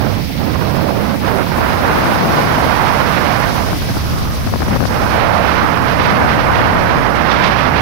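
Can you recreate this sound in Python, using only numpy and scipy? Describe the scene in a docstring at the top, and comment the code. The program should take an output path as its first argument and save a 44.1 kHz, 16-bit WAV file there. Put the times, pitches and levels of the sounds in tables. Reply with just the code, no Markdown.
"""Sea wind blows across a hand-held camera while surf washes up a sandy beach behind it.
Swirling air at the two microphone openings makes a rushing roar and overloads them into a low rumble.
The roar is long and hissy on the exposed right side and comes in ragged puffs on the sheltered left.
Underneath, countless bursting foam bubbles merge into a steady, finely crackling hiss,
whose tone shifts as the camera turns from the shoreline to the sea."""
import sys
import numpy as np
from scipy import signal
from scipy.fft import rfft, irfft, next_fast_len
from scipy.io import wavfile
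from scipy.ndimage import uniform_filter1d

SR = 44100
rng = np.random.default_rng(int(sys.argv[2]) if len(sys.argv) > 2 else 0)


def store_wav(level_fs):
    """Save 16-bit WAV to argv[1]."""
    pcm = np.round(np.clip(np.atleast_2d(level_fs), -1, 1) * 32767)
    wavfile.write(sys.argv[1], SR, pcm.T.astype(np.int16))


N = 344421
TIME = np.arange(N) / SR


# How hard the air blows on the right, before lulls: (time [s], strength [dB])
RIGHT_FLOW = [(0.0, -19), (0.45, -20), (0.85, -16.5), (1.22, -17), (1.29, -12), (1.6, -11.5), (1.69, -9.5),
              (1.78, -8.5), (2.15, -9.3), (2.8, -7), (3.42, -7.5), (3.62, -13), (3.8, -22.5), (4.2, -24.5),
              (4.48, -27.5), (4.72, -17), (4.9, -15.5), (4.95, -11.5), (5.09, -10), (5.16, -5.5),
              (5.45, -7), (5.58, -5.5), (5.8, -8), (6.1, -6), (7.26, -5.5), (7.31, -2), (7.58, -4),
              (7.81, -4.5)]
# Right rumble, before lulls; more tilt means more treble: (time [s], level [dB], tilt [dB/octave])
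RIGHT_RUMBLE = [(0.0, -12.5, 5.5), (1.3, -13.5, 8), (1.85, -17.5, 0.5), (2.2, -21.5, 7), (2.7, -17.5, 6),
                (3.15, -16, 7), (3.5, -16.5, 1), (3.9, -17, 0.5), (4.7, -19.5, -1), (5.8, -17, 7),
                (6.8, -17.5, 1.5), (7.26, -15, 11), (7.38, -17, 9.5), (7.81, -16, 2)]
def right_wind():
    """Air blows over the exposed opening: it roars, hisses, rings and rumbles."""
    lull_db, flutter = lulls(), wander(17.4)
    flow_db = follow(RIGHT_FLOW) - lull_db
    rush = roar(flow_db, flutter) + rim_hiss(flow_db, flutter) + hollow_rings()
    return rush + rumble(follow(RIGHT_RUMBLE) - 0.22 * lull_db, follow(RIGHT_RUMBLE, column=2))


# Tone of rushing air: (frequency [Hz], relative level [dB])
RUSH_TONE = [(60, -38), (150, -5), (260, -2.5), (400, -4), (550, -0.5), (1000, -0.5), (1500, -4.5),
             (2200, -13), (3200, -26), (4500, -37), (8000, -66)]
def roar(flow_db, flutter):
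    """Churning air flutters when it is weak; when strong, it brightens and its loudness levels off."""
    level_db = level_off(flow_db, ceiling_db=-8)
    weakness_db = np.clip(-8 - level_db, 0, 14)
    unsteady_db = (0.47 + 0.074 * weakness_db) * flutter + 0.18 * weakness_db * wander(86)
    tilt = 0.083 * (np.maximum(level_db, -16) + 12.5) + 0.34 * (np.maximum(flow_db, -15) + 10)
    air = swirls(RUSH_TONE, tilt, pivot_hz=860, octaves=1.8)
    return air * gain_of(level_db + unsteady_db - 0.93)


# Brief drops in the wind on the right: (deepest time [s], depth [dB], sinking time [s])
WIND_LULLS = [(0.345, 25, 0.13), (0.93, 7, 0.028), (1.195, 10.5, 0.039), (1.48, 7, 0.054),
              (1.55, 1.5, 0.045), (1.8, 3, 0.028), (2.27, 5, 0.034), (3.54, 4.5, 0.042), (3.79, 7, 0.076),
              (3.92, 1, 0.038), (4.44, -1, 0.03), (4.58, 5.5, 0.069), (4.85, 19, 0.08), (7.13, 4.5, 0.043)]
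def lulls(return_s=0.027):
    """The air flow sinks, then quickly picks up again; gives the loss in dB."""
    return sum(depth * np.exp(-((TIME - at) / np.where(TIME < at, sinking, return_s)) ** 2)
               for at, depth, sinking in WIND_LULLS)


# Tone of the hiss at the opening's rim: (frequency [Hz], relative level [dB])
RIM_TONE = [(600, -28), (1500, 2.5), (2300, 5), (3200, -0.5), (4300, -4.5), (5500, -11), (6800, -26.5),
            (9000, -48), (15000, -45)]
# Moments when that hiss spurts or thins: (time [s], change [dB], half length [s])
HISS_FLICKERS = [(1.683, 4.5, 0.022), (3.154, 5.5, 0.035), (4.74, 10, 0.029), (5.183, 3, 0.04),
                 (5.503, 2.5, 0.03), (5.81, -9, 0.037), (5.98, 3, 0.15), (6.236, -5, 0.05),
                 (6.485, -17, 0.022), (6.55, 2.5, 0.025), (6.947, -3.5, 0.2), (7.293, -1, 0.018),
                 (7.315, 2, 0.014), (7.45, 0.5, 0.1), (7.71, -10, 0.037)]
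def rim_hiss(flow_db, flutter):
    """Air hisses over the rim of the opening, louder and brighter as it blows harder."""
    flicker_db = sum(db * np.exp(-((TIME - at) / half) ** 2) for at, db, half in HISS_FLICKERS)
    tilt = 0.88 * (np.maximum(flow_db, -14) + 5.5)
    hiss = swirls(RIM_TONE, tilt, pivot_hz=2250, octaves=1.3)
    return hiss * gain_of(flow_db - 17 + 2 * flutter + flicker_db)


# Hollow-sounding swells: (peak time [s], half length [s], level [dB], pitch [Hz], pitch spread [Hz])
HOLLOW_SWELLS = [(0.053, 0.11, -22.5, 600, 360), (0.876, 0.2, -20.5, 559.3, 360),
                 (1.343, 0.088, -17, 470.6, 300), (2.763, 0.21, -16.5, 900.6, 500),
                 (3.98, 0.39, -24, 112, 36), (4.22, 0.21, -29, 1193, 360), (5.305, 0.14, -14.5, 729, 360),
                 (5.635, 0.063, -21, 1253, 360)]
def hollow_rings(drift=0.05):
    """Churning air briefly rings around one drifting pitch."""
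    out = 0
    for at, half, db, hz, spread_hz in HOLLOW_SWELLS:
        cycles = np.cumsum(hz * (1 + drift * wander(11.9))) / SR
        lowpass = signal.butter(2, spread_hz / 2, fs=SR, output="sos")
        stir = signal.sosfilt(lowpass, rng.standard_normal(N) + 1j * rng.standard_normal(N))
        ring = unit_level((stir * np.exp(2j * np.pi * cycles)).real)  # slow noise moved up to the pitch
        out = out + ring * gain_of(db) * np.exp(-((TIME - at) / half) ** 4 / 2)
    return out


# Tone of the wind's low rumble: (frequency [Hz], relative level [dB])
RUMBLE_TONE = [(12, -29), (25, -6), (40, -8.5), (60, 3), (90, 2), (150, -2.5), (230, -8.5), (310, -14),
               (400, -24), (550, -24.5), (1000, -32), (2500, -87)]
def rumble(level_db, tilt, smooth_s=0.01, headroom=1.53):
    """Wind overloads the microphone into a low rumble of nearly even loudness; more tilt quickens it."""
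    push = swirls(RUMBLE_TONE, tilt, pivot_hz=114, octaves=1.4)
    window = np.hanning(int(2 * smooth_s * SR) + 3)
    power = signal.oaconvolve(push ** 2, window / window.sum(), "same")
    evened = unit_level(push / np.sqrt(abs(power) + 1e-6))
    return gain_of(level_db) * unit_level(np.tanh(evened / headroom))


# Left rumble, before gusts and puffs change it: (time [s], level [dB], tilt [dB/octave])
LEFT_RUMBLE = [(0.0, -27, -5), (1.2, -25, 3), (1.65, -26, -1), (2.2, -18, 2.5), (2.95, -19.5, -2),
               (3.3, -23, 1), (3.7, -19.5, 2), (4.7, -16.5, 0), (5.4, -18.5, 2), (6.5, -19, -2),
               (7.81, -21.5, 0)]
def left_wind(ragged_db=5, flutter_db=2):
    """At the sheltered opening, gusts break into ragged sputters with hard puffs among them."""
    power = gusts() * gain_of(ragged_db * wander(49)) ** 2 + gain_of(-0.5) ** 2 * puffs()
    fluttering_db = 10 * np.log10(power) + flutter_db * wander(190) - 1.3
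    level_db = level_off(fluttering_db, ceiling_db=3)
    sputter = gain_of(level_db) * swirls(RUSH_TONE, 0.21 * (level_db + 4), pivot_hz=895, octaves=1.9)
    # the rumble swells and quickens under each gust and puff
    surge_db = np.clip(10 * np.log10(uniform_filter1d(power, size=700)) + 31, -5, 17)
    rumble_db = follow(LEFT_RUMBLE) + 0.26 * surge_db + 0.5 * wander(3.5)
    rumble_tilt = follow(LEFT_RUMBLE, column=2) + 0.38 * surge_db
    return sputter + cracks() + rumble(rumble_db, rumble_tilt)


# Gusts that reach round to the left side: (start [s], hold time [s], strength [dB])
LEFT_GUSTS = [(0.942, 0.061, -33), (1.62, 0.43, -25), (1.912, 0.54, -22.5), (2.5, 0.14, -33),
              (3.45, 1, -41), (4.69, 0.13, -32), (4.988, 0.38, -40), (6.068, 0.92, -25),
              (7.373, 0.1, -26.5), (7.635, 0.18, -30.5)]
def gusts(rise_s=0.048, fall_s=0.045, calm_db=-39):
    """Each gust rises, holds and dies away; gives the power of the air flow."""
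    power = gain_of(calm_db) ** 2
    for start, hold, db in LEFT_GUSTS:
        fade = np.maximum(start - TIME, 0) / rise_s + np.maximum(TIME - start - hold, 0) / fall_s
        power = power + (gain_of(db) * np.exp(-fade)) ** 2
    return power


# Hard puffs of wind that strike the left side: (time [s], strength [dB], length [s])
HARD_PUFFS = [(1.654, -20, .008), (1.96, -16, .01), (1.975, -13, .01), (1.989, -11, .004),
              (2.038, -9, .004), (2.057, -9, .005), (2.067, -13, .004), (2.212, -12, .004),
              (2.249, -10, .003), (2.257, -10, .004), (2.321, -12, .005), (2.388, -10, 0.0073),
              (2.399, -13, .004), (2.468, -18, 0.015), (2.514, -13, .005), (2.585, -10, 0.0094),
              (2.666, -13, .005), (2.832, -20, .01), (3.732, -8, 0.0042), (3.82, -23, 0.0045),
              (3.904, -20, .004), (3.914, -19.5, 0.0056), (3.97, -14, .005), (4.137, -20, .012),
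              (4.187, -27, 0.0054), (4.23, -19, 0.0099), (4.475, -8.5, 0.0038), (4.494, -22, .008),
              (4.526, -21, 0.0065), (4.539, -7, 0.0033), (4.56, -12, 0.0022), (4.607, -12, 0.0046),
              (4.621, -14, 0.0058), (4.63, -6.5, 0.0028), (4.684, -9.5, .004), (4.711, -14, .008),
              (4.729, -16, .003), (4.737, -15, .005), (4.753, -15, .006), (4.763, -11, .005),
              (4.77, -15, .002), (4.799, -19, .005), (4.806, -8.5, 0.0036), (4.817, -10, .002),
              (4.83, -12, 0.0055), (4.839, -10, 0.0047), (4.855, -9, .005), (4.861, -17, .002),
              (5.036, -15, 0.0077), (5.147, -14, .005), (5.162, -19, .004), (5.639, -11, 0.011),
              (6.001, -8, .005), (6.124, -11, .005), (6.194, -13, 0.0054), (6.215, -13, .008),
              (6.24, -10, .004), (6.249, -8, 0.0055), (6.326, -13, .003), (6.381, -12, .004),
              (6.467, -13, .005), (6.521, -11, 0.0063), (6.59, -8, .002), (6.606, -5, .003),
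              (6.658, -8, .003), (6.732, -6, .002), (6.757, -12, .004), (6.768, -9, .003),
              (7.499, -11, .005)]
def puffs():
    """Each hard puff brings a short sputter; gives its power."""
    return sum(gain_of(db) ** 2 * np.exp(-(2 * (TIME - at) / length) ** 2)
               for at, db, length in HARD_PUFFS)


def cracks(typical_hz=880, typical_width_s=0.00058, glide_per_s=310, variety=0.4):
    """Each hard puff of wind overloads the microphone with a short, sharp crack."""
    out, t = np.zeros(N), np.arange(-220, 221) / SR
    for at, db, _ in HARD_PUFFS:
        speed, phase = rng.uniform(-1, 1, 2)
        own_time = t * np.exp(variety * speed)  # no two cracks are the same length
        cycles = typical_hz * np.expm1(glide_per_s * own_time) / glide_per_s
        crack = np.exp(-(own_time / typical_width_s) ** 2 / 2) * np.cos(2 * np.pi * cycles + np.pi * phase)
        start = round(at * SR) - len(t) // 2
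        out[start:start + len(t)] += gain_of(db - 6) * crack
    return out


# Loudness of the surf, before its tone shifts: (time [s], left level [dB], right level [dB])
SURF_LEVELS = [(0.0, -31.5, -26.5), (0.75, -31, -27.5), (1.2, -29.5, -29), (2.0, -27.5, -26.5),
               (2.4, -27.5, -24), (2.65, -27.5, -26), (3.4, -28.5, -26.5), (3.57, -26.5, -25),
               (3.9, -27.5, -26.5), (4.5, -30.5, -29), (5.1, -31, -27), (5.25, -33.5, -31),
               (6.0, -34, -29.5), (6.7, -34, -31.5), (7.0, -35.5, -31), (7.81, -35.5, -30)]
# The wave tumbles in, then thins to a fizz: (time [s], left tilt [dB/octave], right tilt [dB/octave])
SURF_BRIGHTNESS = [(0.0, -0.5, -0.5), (1.6, -0.4, 0), (2.6, -0.2, -1), (4.6, 0.4, 1.5), (5.6, 0.7, 1),
                   (7.81, 0.1, -1)]
# Tone of the surf on each side: (frequency [Hz], facing the sea [dB], facing along the shore [dB])
LEFT_SURF_TONE = [(60, -7, -7), (250, -12, -15), (1000, -1, -3), (2200, -0.5, 3), (3170, -1, -2),
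                  (4300, -4.5, -3), (5400, -6.8, -8.5), (6800, -11, -13), (7900, -15, -15.5),
                  (10950, -7.5, -7), (15000, -11, -10)]
RIGHT_SURF_TONE = [(60, -17, -20), (250, 5.5, 2), (1000, -3, -11), (2190, 1.5, 2), (3300, -2, -1),
                   (5200, 1.9, 0), (6030, -2.5, -5.5), (6860, -13.5, -16), (8100, -16, -18),
                   (11000, -13.5, -14.5), (15000, -13, -5.5)]
def surf(shared=0.024, patchy_db=1.63, mid_turn_s=2.3, half_turn_s=1):
    """Each side hears mostly its own stretch of foaming water; the tone shifts as the camera turns."""
    common = foam()
    seaward = (1 + np.tanh((TIME - mid_turn_s) / half_turn_s)) / 2
    sides = []
    for column, tone in enumerate([LEFT_SURF_TONE, RIGHT_SURF_TONE], start=1):
        hiss = np.sqrt(shared) * common + np.sqrt(1 - shared) * foam()
        facing_sea = with_tone(hiss, [(hz, sea) for hz, sea, _ in tone])
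        along_shore = with_tone(hiss, [(hz, shore) for hz, _, shore in tone])
        water = seaward * facing_sea + (1 - seaward) * along_shore
        tilt = follow(SURF_BRIGHTNESS, column)
        tumbling = sum(band * gain_of(patchy_db * wander(19) + tilt * np.clip(np.log2(hz / 4000), -2, 2))
                       for hz, band in octave_bands(water))
        sides.append(tumbling * gain_of(follow(SURF_LEVELS, column)))
    return np.array(sides)


def foam(ticks_per_s=2500, spread_db=1.5, ticks_db=-7):
    """Countless bubbles merge into a hiss; the nearer ones burst as tiny separate ticks."""
    sizes = gain_of(spread_db * np.minimum(rng.exponential(1, N), 4))
    ticks = sizes * rng.choice([-1, 1], N) * (rng.random(N) < ticks_per_s / SR)
    return unit_level(rng.standard_normal(N) + gain_of(ticks_db) * unit_level(ticks))


def swirls(tone, tilt, pivot_hz, octaves):
    """Noise of churning air: faster air makes smaller swirls, tipping the tone towards the treble."""
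    bands = octave_bands(with_tone(rng.standard_normal(N), tone))
    return sum(band * gain_of(tilt * np.clip(np.log2(hz / pivot_hz), -octaves, octaves))
               for hz, band in bands)


def gain_of(db):
    """Turns decibels into a volume multiplier."""
    return 10 ** (np.asarray(db) / 20)


def level_off(db, ceiling_db):
    """Lets a level approach a ceiling without passing it."""
    return -10 * np.log10(1 / gain_of(db) ** 2 + 1 / gain_of(ceiling_db) ** 2)


def unit_level(x):
    """Scales a signal to an average power of 1."""
    return x / np.sqrt(np.mean(x ** 2) + 1e-20)


def follow(rows, column=1):
    """Joins a table's points in time with straight lines."""
    rows = np.asarray(rows)
    return np.interp(TIME, rows[:, 0], rows[:, column])


def with_tone(x, tone):
    """Shapes the bass and treble of x from a tone table, at an average power of 1."""
    hz, db = np.transpose(tone)
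    size = next_fast_len(N)
    freqs = np.fft.rfftfreq(size, 1 / SR)
    gains = gain_of(np.interp(np.log(freqs + 1), np.log(hz), db))
    return unit_level(irfft(rfft(x, size) * gains, size)[:N])


def wander(rate_hz, step=64):
    """A smooth random wobble, up to about rate_hz fast."""
    count = N // step + 2
    freqs = np.fft.rfftfreq(count, step / SR)
    gains = freqs / (freqs + rate_hz / 10) / (1 + (freqs / rate_hz) ** 2)
    slow = irfft(rfft(rng.standard_normal(count)) * gains, count)
    return unit_level(np.interp(np.arange(N), np.arange(count) * step, slow))


def octave_bands(x):
    """Splits x into overlapping octaves that add back up to x: (centre [Hz], band)."""
    size = next_fast_len(N)
    octave = np.log2(np.clip(np.fft.rfftfreq(size, 1 / SR), 32, 16384))
    spectrum = rfft(x, size)
    return [(2 ** k, irfft(spectrum * np.maximum(1 - abs(octave - k), 0), size)[:N])
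            for k in range(5, 15)]


def scene():
    """Each side's own wind, over the surf."""
    return np.array([left_wind(), right_wind()]) + surf()


def record(dry, cutoff_hz=15800):
    """Rounds off the loudest peaks, then removes the highest treble."""
    rounded = dry / (1 + dry ** 6) ** (1 / 6)
    lowpass = signal.firwin(511, cutoff_hz, window=("kaiser", 9), fs=SR)
    return signal.oaconvolve(rounded, lowpass[None], "same")


dry = scene()
out = record(dry)
store_wav(out)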